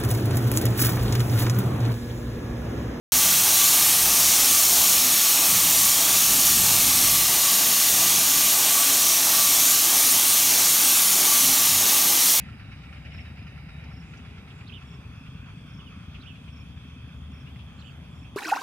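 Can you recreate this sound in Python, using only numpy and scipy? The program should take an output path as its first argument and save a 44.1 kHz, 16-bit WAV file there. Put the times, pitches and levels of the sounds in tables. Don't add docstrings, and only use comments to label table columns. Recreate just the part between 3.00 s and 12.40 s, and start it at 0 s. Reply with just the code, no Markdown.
import sys
import numpy as np
from scipy import signal
from scipy.fft import rfft, irfft, next_fast_len
from scipy.io import wavfile
from scipy.ndimage import uniform_filter1d

SR = 44100
rng = np.random.default_rng(int(sys.argv[2]) if len(sys.argv) > 2 else 0)


def bounce(signal):
    frames = np.transpose(np.atleast_2d(signal))
    limited = np.clip(frames, -1, 1)
    pcm = np.round(limited * 32767).astype(np.int16)
    wavfile.write(sys.argv[1], SR, pcm)


N = 414540
TIME = np.arange(N) / SR
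FFT_SIZE = next_fast_len(N + 8192)


def undb(db):
    return np.exp(np.asarray(db) * (np.log(10) / 20))


def unit(x):
    return x / np.sqrt(np.mean(x ** 2))


def curves(table):
    seconds, *columns = np.transpose(table)
    return [np.interp(TIME, seconds, column) for column in columns]


def shape(x, gain):
    hz = np.maximum(np.fft.rfftfreq(FFT_SIZE, 1 / SR), 1)
    return irfft(rfft(x, FFT_SIZE) * gain(hz), FFT_SIZE)[:N]


def colour(x, points):
    point_hz, db = np.transpose(points)
    return unit(shape(x, lambda hz: undb(np.interp(np.log(hz), np.log(point_hz), db))))


def walk(rate):
    hold = max(int(SR / rate), 1)
    held = np.repeat(rng.standard_normal(N // hold + 1), hold)
    return unit(uniform_filter1d(held, hold)[:N])


def tones(lines):
    out = 0
    for hz, width, db in lines:
        drift = np.cumsum(walk(2 * width)) * width / 2 / SR
        waver = undb(2.9 * walk(width))
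        out = out + undb(db) * unit(waver * np.sin(2 * np.pi * (hz * TIME + drift)))
    return out


def strokes(swell, crank_hz=1.552):
    stroke_db, stroke_s, turn_db, turn_s = swell
    per_stroke = stroke_db * np.cos(4 * np.pi * crank_hz * (TIME - stroke_s))
    per_turn = turn_db * np.cos(2 * np.pi * crank_hz * (TIME - turn_s))
    return undb(per_stroke + per_turn)


# pitch in Hz, width in Hz, level in dB (relative in whine, drone).
HUM_TONES = [(100.4, 4.1, -63.5), (188.2, 5, -55.5), (336.7, 7, -54.5), (443.5, 6, -58.5), (492, 5, -59)]
WHINE_TONES = [(1070, 8, -12), (1132, 20, -5), (1162, 12, -3.5), (1214, 50, -6)]
DRONE_TONES = [(260.4, 10, -3.5), (279.4, 18, -3)]
# peak time in seconds, rise in dB.
WHINE_FLARES = [(.63, 5), (4.5, 7), (5.79, 6), (6.44, 8.5), (8.35, 3.5)]
# frequency in Hz, relative level in dB.
GEAR_SPECTRUM = [(150, -20), (335, -1), (420, -5), (540, -7.5), (670, -1.5), (740, -2.5), (830, 2),
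                 (1000, -2.5), (1400, -9), (2500, -18.5)]
# swing per stroke in dB, its first crest in seconds,
# swing per turn in dB, its first crest in seconds.
WHINE_SWING = (2.0, .262, .4, .12)
DRONE_SWING = (2.8, .16, 2.5, .085)
GEAR_SWING = (2.9, 0.15, 2.4, 0.54)
def pump(whine_db=-41.6, gear_db=-38.5, drone_db=-50.6, drone_rise_db_per_s=0.52, flare_s=0.042):
    flare_db = sum(db * np.exp(-((TIME - peak_s) / flare_s) ** 2) for peak_s, db in WHINE_FLARES)
    whine = undb(whine_db + flare_db) * strokes(WHINE_SWING) * tones(WHINE_TONES)
    drone = undb(drone_db + drone_rise_db_per_s * TIME) * strokes(DRONE_SWING) * tones(DRONE_TONES)
    gears = undb(gear_db) * strokes(GEAR_SWING) * colour(rng.standard_normal(N), GEAR_SPECTRUM)
    return tones(HUM_TONES) + whine + drone + gears


def footfall(start_s=8.71, mode_hz=98, gain_db=-39, t60_s=0.43, attack_s=0.012):
    age = np.maximum(TIME - start_s, 0)
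    envelope = undb(gain_db - 60 * age / t60_s) * (1 - np.exp(-age / attack_s))
    return envelope * np.sin(2 * np.pi * mode_hz * age)


def droplets(spread_db, rate):
    return rng.standard_normal(N) * undb(spread_db * walk(rate))


# time in seconds, drumming level in dB, relative level of the air rumble in dB.
WALL_LEVELS = [(0.13, -38, -46), (0.75, -46.0, -53.5), (1.02, -41.0, -48.0), (1.4, -45.5, -50.5),
               (2.0, -45.0, -49), (2.3, -52.0, -64.5), (2.55, -40, -54.0), (3.0, -43.5, -53.5),
               (3.9, -36.0, -45.0), (4.2, -39.5, -46.0), (4.45, -47.5, -57.0), (5.15, -41.5, -51.0),
               (5.75, -49.5, -63.0), (6.3, -48.5, -56.5), (7.2, -48.0, -60.0), (7.5, -44, -61.0),
               (8.05, -51.5, -63.5), (8.75, -41.5, -59), (9.0, -47.5, -64.5), (9.39, -47.5, -59.0)]
# frequency in Hz, relative level in dB.
WALL_SPECTRUM = [(50, -30), (78, -7), (98, 1.5), (120, -2), (155, 0), (190, 2), (215, -3.5), (260, -5.5),
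                 (450, -26), (1000, -45)]
AIR_SPECTRUM = [(20, -32), (38, -13), (51, 3), (62, 0.5), (75, -9), (110, -29.5)]
def wall_drumming():
    drum_db, air_db = curves(WALL_LEVELS)
    drum = undb(drum_db) * colour(droplets(spread_db=0.9, rate=25), WALL_SPECTRUM)
    air = undb(air_db + 2.7) * colour(rng.standard_normal(N), AIR_SPECTRUM)
    return drum + air


def moving_echoes(x, count, strength, sway_ms):
    oversample = 8
    fine = signal.resample_poly(x, oversample, 1)
    out = x
    for lag_ms in np.geomspace(0.7, 24, count) * rng.uniform(0.8, 1.2, count):
        lag = (lag_ms + sway_ms * walk(1.3)) * SR / 1000
        read_at = np.rint(oversample * (np.arange(N) - lag)).astype(int)
        out = out + strength * rng.choice([-1, 1]) * fine.take(read_at, mode="wrap")
    return out


def eddies(x, count, patchy_db, rate):
    spacing_hz = SR / 2 / (count - 1)
    bands = (shape(x, lambda hz: np.maximum(1 - abs(hz / spacing_hz - k), 0)) for k in range(count))
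    return sum(band * undb(patchy_db * walk(rate)) for band in bands)


# time in seconds, relative levels in dB of the hiss and of the finest mist.
JET_LEVELS = [(0.13, -22.5, -20.5), (0.4, -23.0, -20.5), (0.56, -21.5, -20.0), (0.76, -22.5, -19.5),
              (1.06, -23.0, -20.5), (1.55, -22.0, -19.5), (1.93, -22.5, -20.0), (2.0, -23.5, -21),
              (2.8, -23.5, -20.0), (3.0, -23.5, -21.5), (3.4, -22.5, -20.5), (4.2, -23.5, -21.0),
              (5.3, -23.5, -21.0), (6.2, -23.5, -21.5), (6.5, -22.5, -20.5), (7.35, -23.0, -20),
              (7.55, -22.5, -21.5), (7.85, -22.5, -20.0), (8.8, -23.5, -21.0), (9.39, -23.5, -20.5)]
# frequency in Hz, relative level in dB.
HISS_SPECTRUM = [(100, -60), (1500, -29), (3000, -15), (4400, -7), (5500, -1.5), (6100, 0), (6900, -0.5),
                 (7700, -4), (8900, -1), (9700, -0.8), (11200, -2), (12700, -0.5), (14300, -3),
                 (15700, -5.5)]
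SPATTER_SPECTRUM = [(40, -49), (280, -10), (420, -15), (540, -13), (670, -4.5), (740, -7.5), (830, -6),
                    (1000, -10), (1220, -5.5), (1400, -7.5), (1900, -6), (2300, -3), (3300, -0.5),
                    (4400, -1.5), (6500, -15.5)]
# centre in Hz, half-width in Hz, gain in dB.
SPRAY_DIPS = [(4925, 270, -3), (10420, 340, -4.5)]
PRESSURE_SWING = (0.26, 0.27, 0.11, 0.11)
def spray(spatter_db=-26.5):
    hiss_db, mist_db = curves(JET_LEVELS)
    jet = moving_echoes(droplets(spread_db=0.44, rate=500), count=12, strength=0.092, sway_ms=0.2)
    jet = colour(eddies(jet, count=14, patchy_db=0.64, rate=3.7), HISS_SPECTRUM)
    mist = shape(jet, lambda hz: 1 / (1 + (8500 / hz) ** 12))
    hiss = undb(hiss_db + 0.5) * unit(jet - mist) + undb(mist_db + 1.24) * unit(mist)
    drops = moving_echoes(droplets(spread_db=0.5, rate=250), count=4, strength=0.15, sway_ms=0.402)
    spatter = undb(spatter_db) * colour(drops, SPATTER_SPECTRUM)
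    fan = (hiss + spatter) * strokes(PRESSURE_SWING) * undb(0.22 * walk(16))

    def dips(hz):
        return undb(sum(db * np.exp(-((hz - centre) / width) ** 2) for centre, width, db in SPRAY_DIPS))
    return shape(fan, dips)


def scene():
    return np.tile(spray() + wall_drumming() + pump() + footfall(), (2, 1))


def record(dry, start_s=0.12, top_hz=15750):
    lowpass = signal.ellip(12, 0.1, 80, top_hz, fs=SR, output="sos")
    return signal.sosfilt(lowpass, dry * (TIME >= start_s))


dry = scene()
out = record(dry)
bounce(out)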